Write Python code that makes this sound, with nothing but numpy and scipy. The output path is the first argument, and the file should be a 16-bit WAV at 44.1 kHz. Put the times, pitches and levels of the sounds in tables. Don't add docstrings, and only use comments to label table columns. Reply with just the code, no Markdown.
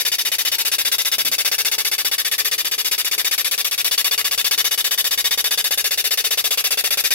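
import sys
import numpy as np
from scipy import signal
from scipy.fft import rfft, irfft, next_fast_len
from scipy.io import wavfile
from scipy.ndimage import map_coordinates

SR = 44100
rng = np.random.default_rng(int(sys.argv[2]) if len(sys.argv) > 2 else 0)


def dump(signal):
    limited = np.clip(np.atleast_2d(signal).T, -1, 1)
    pcm = np.round(limited * 32767).astype(np.int16)
    wavfile.write(sys.argv[1], SR, pcm)


N = 314874
TIME_S = np.arange(N) / SR
SWEEP_HZ, FIRST_SWEEP_S, LIT_S = 15.024, .0506, .0392


def amp(db):
    return 10 ** (np.asarray(db) / 20)


def unit_rms(x):
    return x / np.sqrt(np.mean(x ** 2) + 1e-20)


def curve_at(points, hz):
    knots_hz, *columns = np.transpose(points)
    return np.squeeze([np.interp(np.log(hz + 1), np.log(knots_hz + 1), column) for column in columns])


def bell(x, centre, width):
    return 2 ** -((2 * (x - centre) / width) ** 2)


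def wobble(rate_hz):
    return map_coordinates(rng.standard_normal(int(N * rate_hz / SR) + 4), [TIME_S * rate_hz])


def filtered(x, response):
    size = 2 * next_fast_len((N + SR // 2) // 2)
    return irfft(rfft(x, size) * response(np.fft.rfftfreq(size, 1 / SR)), size)[..., :N]


def minimum_phase(gain):
    cepstrum = irfft(np.log(np.maximum(gain, 1e-6)))
    half = cepstrum.shape[-1] // 2
    cepstrum[..., 1:half] *= 2
    cepstrum[..., half + 1:] = 0
    return np.exp(rfft(cepstrum))


def stereo_noise(gain, side_db=-3.0, left_db=1.0):
    mid, side = filtered(rng.standard_normal((2, N)), gain) * amp([[0], [side_db]])
    return unit_rms(np.array([mid + side, mid - side]) * amp([[left_db], [-left_db]]))


# freq_hz, gain_db
FAN_EQ = [(20, -9), (50, -2.5), (150, -2), (230, -5), (330, 6.5), (480, 2.5), (800, 0), (2000, -8),
          (6000, -2.5), (15000, -7.5)]
# pitch_hz, width_hz, level_db
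FAN_HUMS = [(91.6, 25, -67.5), (436.6, 14, -56)]
def fan(rush_db=-46, waver_db=1.3, buffet_db=3):
    hums = sum(amp(db + waver_db * wobble(5.4)) * stereo_noise(lambda hz: bell(hz, pitch, width))
               for pitch, width, db in FAN_HUMS)
    rush = amp(rush_db) * stereo_noise(lambda hz: amp(curve_at(FAN_EQ, hz)))
    bass = filtered(rush, lambda hz: bell(hz, 0, 400))
    return hums + rush + bass * (amp(buffet_db * wobble(12)) - 1)


def beam_scan():
    cycles = (TIME_S - FIRST_SWEEP_S) * SWEEP_HZ + 1
    age_s = cycles % 1 / SWEEP_HZ
    return cycles.astype(int), age_s, np.minimum(age_s / LIT_S, 1)


# freq_hz, sweep_likeness, grain_power_share
STONE_GRAIN = [(500, .94, .85), (2000, .9, .92), (4500, .82, .82), (8000, .65, .56), (13000, .52, .58)]
def stone_grain(count, size):
    likeness, share = np.clip(curve_at(STONE_GRAIN, np.fft.rfftfreq(size, 1 / SR)), 0, .99)
    grain, fresh = rfft(rng.standard_normal((2, count, size)))
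    for k in range(1, count):
        grain[k] = likeness * grain[k - 1] + np.sqrt(1 - likeness ** 2) * grain[k]
    return irfft(np.sqrt(share) * grain + np.sqrt(1 - share) * fresh, size)


# place_on_line, gain_db
BURST_ENVELOPE = [(0, 3), (.13, 4), (.24, 4.8), (.4, 4.3), (.75, 2.6), (1, 2.1)]
def paint_bursts(spit_db=1.1, patch_db=.8, tick_s=0.00056, sway_s=6e-6):
    sweep, age_s, place = beam_scan()
    rows = stone_grain(count=sweep[-1] + 1, size=2048)
    blasts = rows[sweep, np.minimum(np.round(age_s * SR).astype(int), rows.shape[1] - 1)]
    accents = rng.standard_normal((len(rows), 2))[sweep].T
    blasts = unit_rms(blasts * amp(spit_db * wobble(5000) + patch_db * wobble(150)))
    crackle = blasts * (place < 1) * amp(np.interp(place, *np.transpose(BURST_ENVELOPE)))
    start_tick = 1.85 * amp(3.5 * accents[0]) * bell(age_s, tick_s, tick_s)
    end_tick = 0.5 * amp(4.9 * accents[1]) * bell(age_s, LIT_S, tick_s)
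    bursts = crackle + start_tick + end_tick
    sway = sway_s * wobble(90) * SR
    return np.array([map_coordinates(bursts, [np.arange(N) + side * sway], order=5) for side in (-1, 1)])


# time_s, gain_db
BURN_RIDE = [(0.07, -20.9), (0.2, -22.0), (0.34, -21.4), (0.94, -20.3), (1.0, -21.2), (1.47, -20.2),
             (2.27, -22.3), (2.4, -21.4), (2.73, -22.4), (2.93, -20.9), (3.07, -21.6), (3.27, -20.3),
             (3.73, -21.6), (4.0, -19.6), (4.2, -21.4), (4.6, -19.7), (4.73, -20.8), (7.06, -20.3)]
# time_s, gain_db
FLAKE_RIDE = [(0.07, -3.6), (1.6, -1.3), (1.73, -4.2), (2.0, -1.9), (2.87, -3.9), (3.0, -1.6), (3.93, -3.9),
              (4.2, -0.8), (4.33, -2.7), (7.06, -2.3)]
# puff_hz, flakes_hz, crackle_hz, sizzle_hz
BURN_BANDS = [500, 1500, 3500, 11000]
def burning_coat(gain_db=3, sizzle_fade_s=0.0012):
    bursts = paint_bursts()
    _, age_s, _ = beam_scan()
    bands = [filtered(bursts, lambda hz: curve_at(np.c_[BURN_BANDS, solo], hz))
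             for solo in np.eye(len(BURN_BANDS))]
    burn_db = np.interp(TIME_S, *np.transpose(BURN_RIDE)) + gain_db
    puff_db = np.interp(TIME_S, [3.95, 4.45], [-0.2, 1.8])
    flakes_db = np.interp(TIME_S, *np.transpose(FLAKE_RIDE)) + 0.3
    sizzle_db = -3 + 1.2 * np.exp(-age_s / sizzle_fade_s)
    return amp(burn_db) * sum(band * amp(db) for band, db in zip(bands, (puff_db, flakes_db, 0, sizzle_db)))


# freq_hz, left_db, right_db
PAINT_EQ = [(60, -28, -41), (224, -27.5, -32.5), (410, -15.5, -15.5), (994, -10.5, -13.5), (1860, -2, -3),
            (2940, 1.6, -1), (5680, 1.83, -2), (7230, -1, -12), (8500, -5, -12), (9900, -1, -7.5),
            (11840, 2.3, 1), (13460, 0.5, -6.5), (14600, -6.5, -15), (15700, -4, -12)]
# centre_hz, width_hz, gain_db, glide_share_per_sweep
REFLECTION_PEAKS = [(2740, 87, 2, 0.013), (3190, 250, -5.5, .01), (3590, 360, 4, .015),
                    (4134, 340, -6, .015), (4610, 360, 2.5, 0.024), (6270, 190, -2, 0.036),
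                    (6950, 270, -6.5, 0.046), (9120, 1000, 3, .07), (11310, 810, 7, 0.1),
                    (13250, 300, -1, 0.047)]
# freq_hz, lead_rad
LEFT_LEAD = [(400, .1), (1000, .8), (2000, .25), (2500, 1.5), (3200, 2.3), (3700, 1.4), (4500, 1.9),
             (6500, 2.9), (9500, 3.7), (11600, 3.4), (12200, 4.8), (14000, 5.6)]
def spot_response(hz, offset=0, depth=1):
    peaks_db = sum(gain * bell(hz, centre * (1 + glide * offset), width)
                   for centre, width, gain, glide in REFLECTION_PEAKS)
    eq_db = curve_at(PAINT_EQ, hz) + depth * peaks_db
    mid_db = eq_db.mean(0)
    lead = np.exp(.5j * curve_at(LEFT_LEAD, hz) * np.array([[1], [-1]]))
    return minimum_phase(amp(mid_db)) * amp(eq_db - mid_db) * lead


def reverb(x, t60, predelay_s):
    hz, t, spectrum = signal.stft(rng.standard_normal((2, SR // 5)), SR, nperseg=128)
    tail = signal.istft(spectrum * amp(-60 * t / t60(hz)[:, None]), SR, nperseg=128)[1]
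    tail *= np.arange(tail.shape[1]) / SR > predelay_s
    return signal.oaconvolve(x, tail / np.linalg.norm(tail, axis=1, keepdims=True), axes=1)[:, :N]


def moving_echoes(x, t60, predelay_s, hand_hz=1.619, turns_per_sweep=0.55, tails=6):
    _, _, place = beam_scan()
    angles = [2 * np.pi * (turns_per_sweep * place + rng.random()) + 1.41 * wobble(hand_hz)
              for _ in range(tails)]
    weights = np.cos(angles) / np.linalg.norm(np.cos(angles), axis=0)
    return sum(reverb(x * weight, t60, predelay_s) for weight in weights)


# freq_hz, t60_s
ROOM_DECAY = [(200, 0.053), (1500, 0.081), (5000, 0.076), (14000, 0.077)]
def laser(near_db=-10, near_t60_s=0.02, room_db=-3.5):
    crackle = burning_coat()
    _, _, place = beam_scan()
    direct = 0
    for offset in (-.5, 0, .5):
        crossfade = np.maximum(1 - 2 * abs(place - .5 - offset), 0)
        direct += filtered(crackle * crossfade, lambda hz: spot_response(hz, offset))
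    near = moving_echoes(direct, lambda hz: np.full(len(hz), near_t60_s), predelay_s=0.00037)
    diffuse = filtered(crackle, lambda hz: spot_response(hz, depth=0.44))
    walls = moving_echoes(diffuse, lambda hz: curve_at(ROOM_DECAY, hz), predelay_s=0.0014)
    return direct + amp(near_db) * near + amp(room_db) * walls


# peak_s, length_s, pitch_hz, width_hz, level_db
ROOM_SWELLS = [(.56, .18, 905, 14, -50), (1.26, .15, 240, 240, -47), (1.72, .24, 903, 14, -51),
               (5.5, .9, 60, 12, -62)]
def room_swells():
    return sum(amp(db) * bell(TIME_S, peak_s, length_s) * stereo_noise(lambda hz: bell(hz, pitch, width))
               for peak_s, length_s, pitch, width, db in ROOM_SWELLS)


def scene():
    return laser() + fan() + room_swells()


def record(dry):
    cutoff_hz = 15850
    return filtered(dry, lambda hz: 1 / (1 + (hz / cutoff_hz) ** 200))


dry = scene()
out = record(dry)
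dump(out)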